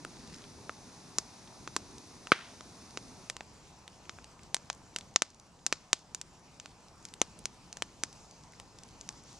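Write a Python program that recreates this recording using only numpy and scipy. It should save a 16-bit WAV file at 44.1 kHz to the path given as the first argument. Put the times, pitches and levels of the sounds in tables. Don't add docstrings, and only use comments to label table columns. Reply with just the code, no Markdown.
import sys
import numpy as np
from scipy import signal
from scipy.fft import rfft, irfft, next_fast_len
from scipy.io import wavfile
from scipy.ndimage import uniform_filter1d, map_coordinates

SR = 44100
rng = np.random.default_rng(int(sys.argv[2]) if len(sys.argv) > 2 else 0)


def gain_from_decibels(decibels):
    exponent = np.asarray(decibels, float) / 20
    return 10 ** exponent


def to_wav(sig):
    pcm = np.clip(np.atleast_2d(sig), -1, 1) * 32767
    pcm = np.round(pcm).astype(np.int16)
    wavfile.write(sys.argv[1], SR, pcm.T)


N = 414099

# leave_s, arrive_s
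MOVE = (3.22, 3.34)


def unit(x):
    return x / np.sqrt(np.mean(x ** 2) + 1e-20)


def along(points, hz):
    f, v = np.transpose(points)
    return np.interp(np.log(hz + 1), np.log(f + 1), v)


def wobble(rate):
    knots = rng.standard_normal(int(N * rate / SR) + 4)
    return map_coordinates(knots, [np.arange(N) * rate / SR])


def swells(events, width_s):
    t = np.arange(N) / SR
    return sum(db * np.exp(-((t - s) / width_s) ** 2) for s, db in events)


def filtered(x, response):
    m = 2 * next_fast_len(x.shape[-1] // 2 + 512)
    spectrum = rfft(x, m) * response(np.fft.rfftfreq(m, 1 / SR))
    return irfft(spectrum, m)[..., :x.shape[-1]]


def resonance(f, hz, width_hz):
    return 1j * f * width_hz / (hz * hz - f * f + 1j * f * width_hz)


def again(f, delay, gain):
    return 1 + gain * np.exp(-2j * np.pi * f * delay)


def causal(gain_db):
    cepstrum = irfft(gain_db * np.log(10) / 20)
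    cepstrum[1:len(gain_db) - 1] *= 2
    cepstrum[len(gain_db):] = 0
    return np.exp(rfft(cepstrum))


def add(track, s, sound):
    start = round(s * SR)
    track[:, start:start + sound.shape[1]] += sound


def moved():
    return np.interp(np.arange(N) / SR, MOVE, (0, 1))


def placed(first_db, second_db):
    return first_db + moved() * (second_db - first_db)


def rush(spectrum, patchy_db, start=0, stop=N):
    # pitch_hz, correlation
    likeness = [(40, .75), (130, 0.94), (700, 0.83), (1400, 0.87), (3000, 0.26), (7000, 1), (14000, .1)]
    z = signal.stft(rng.standard_normal((2, stop - start)), nperseg=512)[2]
    field = uniform_filter1d(rng.standard_normal(z.shape[1:]), size=6, axis=0)
    field = uniform_filter1d(field, size=14, axis=1)
    pair = signal.istft(z * gain_from_decibels(patchy_db * unit(field)), nperseg=512)[1][:, :stop - start]
    turn = lambda hz: np.arccos(np.clip(along(likeness, hz), -1, 1)) / 2
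    mid, side = filtered(pair, lambda hz: gain_from_decibels(along(spectrum, hz)) * [np.cos(turn(hz)), np.sin(turn(hz))])
    return np.pad(unit(np.array([mid + side, mid - side])), ((0, 0), (start, N - stop)))


def two_places(first, first_patchy_db, second, second_patchy_db):
    leave, arrive = (np.array(MOVE) * SR).astype(int)
    before = np.sqrt(1 - moved()) * rush(first, first_patchy_db, stop=arrive)
    after = np.sqrt(moved()) * rush(second, second_patchy_db, start=leave)
    return before + after


def burst(scatter_db, t60):
    t = np.arange(512) / SR
    shared, left, right = rng.standard_normal((3, len(t)))
    apart = .3 * np.gradient([left, right], axis=1)
    scatter = (shared + apart) * gain_from_decibels(scatter_db - 60 * t / t60)
    scatter[:, 0] = 1
    broad = uniform_filter1d(np.abs(rfft(scatter[0])) ** 2, size=13)
    return irfft(rfft(scatter) * causal(-10 * np.log10(broad + 1e-6)))


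def woodland(depth=1):
    # pitch_hz, t60_s
    trunk_t60 = [(200, .15), (1000, .3), (2500, 0.33), (5000, 0.41), (12000, .12)]
    hz, t, z = signal.stft(rng.standard_normal((3, SR // 3)), SR, nperseg=128)
    lumps_db = 3 * uniform_filter1d(rng.standard_normal(len(t)), size=2)
    trunks = gain_from_decibels(lumps_db - 60 * t / (depth * along(trunk_t60, hz)[:, None]))
    litter = gain_from_decibels(17.5 - 60 * t / .035)
    shared, left, right = signal.istft(z * (trunks + litter), SR, nperseg=128)[1]
    tail = shared + 0.54 * np.array([left, right])
    return tail / np.linalg.norm(tail[0])


def hum():
    # pitch_hz, density_db per Hz
    hum_colour = [(240, -33.5), (400, -10.5), (591, -2), (928, 0.5), (1460, -9), (2000, -16), (2600, -39.5),
                  (4400, -120)]
    return gain_from_decibels(placed(-60, -62)) * rush(hum_colour, patchy_db=1.3)


def flames():
    # pitch_hz, density_db per Hz
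    flame_near = [(15, -37.5), (25, -7.5), (118, 0), (248, 0), (343, -5.5), (389, -3.5), (447, -10),
                  (500, -11), (650, -36), (1100, -120)]
    flame_far = [(15, -41), (25, -2), (75, 0.5), (172, 0.5), (500, -10), (650, -36), (1100, -120)]
    # peak_s, rise_db
    draughts = [(.2, 5.5), (.6, 2.5), (1, 3.5), (1.78, 4), (2.95, 1.5), (7.4, 1.5), (7.9, 1), (8.95, 2)]
    flutter_db = .8 * wobble(7)
    level_db = placed(-57.5, -59.5) + swells(draughts, width_s=.2) + flutter_db
    return gain_from_decibels(level_db) * two_places(flame_near, 1.2, flame_far, 1)


def steam():
    # pitch_hz, density_db per Hz
    steam_near = [(940, -19.5), (1600, -7.5), (1880, -3.5), (2570, -0.5), (2960, -6), (3260, -5), (3740, 0),
                  (6220, 3), (7690, -7), (8470, -4.5), (9880, -5), (16000, -42.5)]
    steam_far = [(940, -45), (1600, -9.5), (2160, -1.5), (2470, 0.5), (3430, -3.5), (5230, 0.5),
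                 (6720, -0.5), (9690, -10), (16000, -35.5)]
    # peak_s, rise_db
    jet_times = [
        (8.2, 21),
        (9.3, 20),
    ]
    hiss = two_places(steam_near, .2, steam_far, 1.7)
    sputter_db = (.4 + .6 * moved()) * wobble(22)
    crack = filtered(hiss, lambda f: resonance(f, hz=6000, width_hz=2400))
    jet = gain_from_decibels(-21 + swells(jet_times, width_s=0.3)) * crack
    return gain_from_decibels(placed(-58, -63.2) + sputter_db) * (hiss + jet)


def cord():
    # pitch_hz, density_db per Hz
    bark_colour = [(300, -23.5), (1200, -4.5), (3000, -5), (6000, -5), (10000, -21), (14000, -53)]
    # start_s, full_s, let_go_s, end_s
    drag = (.1, .33, .45, .5)
    level_db = np.interp(np.arange(N) / SR, drag, (-64.5, -56, -56, -80), -120, -120)
    grains_db = 5.1 * wobble(260) - 4.0
    return gain_from_decibels(level_db + grains_db) * rush(bark_colour, 2.3, stop=SR)


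def ticks():
    # start_s, peak_db, pitch_hz
    fibres = [(0.194, -45, 4670), (0.275, -41, 4520), (0.3304, -43, 5250), (0.344, -36, 5230),
              (0.3626, -44, 6000), (0.3844, -47, 5490), (0.4194, -45, 3820), (0.44, -38.5, 3300)]
    # start_s, peak_db, pitch_hz
    char_ticks = [(1.475, -43, 3470), (1.91, -49, 6010), (1.9824, -37, 5870), (2.908, -41, 5420),
                  (4.054, -46, 2860), (4.3927, -44, 2440), (4.433, -42.5, 6790), (4.7292, -36.5, 5980),
                  (4.7485, -45, 7500), (5.01, -36, 3700), (5.3029, -41, 6120), (5.3458, -43, 6520),
                  (5.3987, -38.5, 6050), (5.5912, -50, 3500), (5.9914, -45, 5700), (6.8838, -46, 5220),
                  (7.087, -40.5, 5450), (7.3903, -37, 9960), (8.1286, -40, 5860), (8.311, -41.5, 6060),
                  (8.4367, -45, 5800), (8.522, -47, 6780), (8.535, -43, 1990), (8.7867, -39, 5570),
                  (8.8347, -38, 5940), (8.888, -47, 5900), (9.1056, -46.5, 6440), (9.1262, -45, 5570),
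                  (9.2366, -47, 6840), (9.3293, -43.5, 6410)]
    herald_times = [4.9468, 5.1405, 7.0266, 7.2012, 7.4401, 9.0759]
    # pitch_hz, gain_db
    path_gain = [(100, 11), (8000, 0.5), (11000, -3.5), (13000, -21.5), (16000, -32)]
    track = np.zeros((2, N + SR))
    when, size, pitch = rng.random((160, 3)).T
    swarm = np.transpose([when * N / SR, -60 + 8 * size ** 2, 3500 + 6500 * pitch])
    heralds = [(s, -48, 6300) for s in herald_times]
    for s, db, hz in [*fibres, *char_ticks, *heralds, *swarm]:
        char = lambda f: resonance(f, hz, 0.29 * hz) + 0.17 * resonance(f, 5000, 5000)
        add(track, s, gain_from_decibels(db + 19.5) * filtered(burst(-8.5, 0.011), char))
    return filtered(track[:, :N], lambda f: causal(along(path_gain, f)))


def bursts():
    # start_s, snap_db, knock_over_snap_db, spit_over_snap_db, pocket_hz
    deep_bursts = [(0.0493, -31.5, -8.5, -16.0, 1360), (0.6948, -35, 0, -26, 1340),
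                   (1.6758, -28, -11, -30.0, 1310), (1.7647, -12.0, -18.0, -21.5, 1110),
                   (2.2712, -32, -9, -26, 2600), (2.6085, -33.5, -14, -33, 1150.0),
                   (2.9737, -21, -15.5, -35, 2720.0), (3.299, -17.5, -24.5, -22, 2200.0),
                   (3.3667, -28.5, -21, -22, 1010.0), (3.4077, -34.0, -8.5, -30.0, 703.0),
                   (3.8788, -36.0, -17.5, -18.0, 3700), (4.0949, -25, -20, -39, 1280),
                   (4.1866, -58.5, 8.5, -15.0, 700.0), (4.2437, -34, -29.5, -23, 1010.0),
                   (4.5452, -11.5, -22.0, -17.5, 3800), (4.7008, -16.5, -20, -31.5, 890),
                   (4.9621, -16.5, -23, -24, 2800), (5.7261, -7, -19.0, -27.0, 2310),
                   (6.6589, -30, -19.5, -29, 860.0), (7.1388, -32.0, -24.0, -14.5, 3820.0),
                   (7.8225, -17.5, -16, -20.5, 2980), (8.5998, -33.5, -20.0, -17.5, 964.0)]
    # start_s, snap_db, then knock, crack and spit over_snap_db
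    shallow_bursts = [(1.185, -9.5, -23, -27, -26), (4.567, -27.5, -17, -17, -28),
                      (4.9864, -28, -22, -17, -17.5), (5.1608, -3.5, -22.5, -18.5, -36.5),
                      (5.221, -5.5, -17.5, -14, -21.5), (5.665, -8, -26.5, -23, -22.5),
                      (5.9309, -5.5, -20.5, -13, -21.5), (6.1477, -18, -27, -22, -20),
                      (6.2143, -22.5, -27, -19.5, -20.5), (6.5997, -29.5, -24.5, -13.5, -28),
                      (7.0527, -28, -27.5, -19, -19.5), (7.2163, -11.5, -14, -15.5, -20.5),
                      (7.456, -17.5, -25.5, -15.5, -22), (7.728, -28, -30, -18, -24),
                      (7.7708, -30, -18.5, -17, -22), (8.0361, -15, -18.5, -17.5, -20),
                      (9.0116, -30, -33.5, -22, -26.5), (9.0902, -22.5, -26, -19.5, -24.5)]
    found = []
    for s, snap, knock, spit, hz in deep_bursts:
        bark_db = -10.5 if s > MOVE[0] else -14.5
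        crack_db = bark_db + 0.29 * snap + 0.48 * (snap + knock)
        found.append((s, snap, snap + knock, crack_db, snap + spit, hz))
    for s, snap, knock, crack, spit in shallow_bursts:
        found.append((s, snap, snap + knock, snap + crack, snap + spit, 6190))
    return sorted(found)


def pops():
    # pitch_hz, gain_db
    log_near = [(60, 9.5), (300, 36), (850, 30), (1270, 36), (1800, 29.5)]
    log_far = [(25, -10), (70, 16), (300, 34.5), (600, 34.5), (900, 35), (1500, 36)]
    # pitch_hz, gain_db
    sent_back = [(200, -20.5), (1200, -17.5), (2500, -17.5), (5000, -12), (10000, -16), (14000, -28)]
    # start_s, gap_s, gain
    twin_s, twin_gap_s, twin_gain = (7.216, 0.000304, 0.94)
    near, echo = np.zeros((2, 2, N + SR))
    jump = np.arange(512) == 0
    for s, snap_db, knock_db, crack_db, spit_db, pocket_hz in bursts():
        log = [(hz, knock_db + db) for hz, db in (log_near if s < MOVE[0] else log_far)]
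        colour = log + [(2900, crack_db + 30.5), (5000, snap_db + 14.5), (6800, snap_db + 15.5),
                        (8600, spit_db + 33), (11000, spit_db + 20.5), (13500, spit_db + 8),
                        (16000, spit_db - 9), (22000, spit_db - 40)]
        twin = twin_gain * (abs(s - twin_s) < .01)
        wood = lambda f: causal(along(colour, f))
        pocket = lambda f: 1 + 1.26 * resonance(f, pocket_hz, 150 + 0.13 * pocket_hz)
        add(near, s, filtered(burst(-11.5, 0.0061), lambda f: wood(f) * pocket(f) * again(f, twin_gap_s, twin)))
        add(echo, s + .002, signal.fftconvolve(filtered(jump, wood)[None], woodland(), axes=1))
    return near[:, :N] + filtered(echo[:, :N], lambda hz: gain_from_decibels(along(sent_back, hz)))


def split():
    # start_s, answer_db
    split_s, answer_db = (2.3192, -13)
    # delay_s, gain
    bounce = (0.00108, -0.73)
    # pitch_hz, density_db per Hz
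    bang_colour = [(59, -30), (100, -4.5), (291, -4), (750, -10), (1280, 2), (1900, -9), (2500, -7),
                   (3700, -13.5), (5040, -21), (7200, -36), (9460, -29), (12200, -44.5), (13800, -54.5),
                   (15000, -85.5)]
    tail_colour = [(120, -40), (400, -10), (873, -10.5), (1390, -0.5), (3500, -7), (6000, -18), (9280, -27),
                   (12000, -38.5), (15600, -67), (22000, -120)]
    track = np.zeros((2, N + SR))
    bang = filtered(burst(-22.5, 0.013), lambda f: causal(along(bang_colour, f)) * again(f, *bounce))
    bang *= .97 / np.abs(bang).max()
    tail = filtered(woodland(depth=1.65), lambda f: gain_from_decibels(along(tail_colour, f)))
    tail = tail * (1 - np.exp(-np.arange(tail.shape[1]) / SR / .0006))
    add(track, split_s, bang)
    tail_gain = gain_from_decibels(answer_db) * np.linalg.norm(bang) / np.linalg.norm(tail)
    add(track, split_s + .0028, tail_gain * tail)
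    return track[:, :N]


def scene():
    return hum() + flames() + steam() + cord() + ticks() + pops() + split()


def gain_control():
    # start_s, gain_db
    ducks = [
        (5.165, -5.5),
        (5.935, -1),
    ]
    t = np.arange(N) / SR
    return gain_from_decibels(sum(db * (t > s) * np.exp(-np.abs(t - s) / 0.73) for s, db in ducks))


def band_limit(x):
    return signal.sosfilt(signal.butter(12, 16520, fs=SR, output="sos"), x)


def record(dry):
    lag_s = np.array([[1], [0]]) / SR
    ports = filtered(dry * gain_control(), lambda hz: np.exp(-2j * np.pi * hz * lag_s))
    balance_db = np.array([[.2], [-.2]])
    return band_limit(ports * gain_from_decibels(balance_db))


dry = scene()
out = record(dry)
to_wav(out)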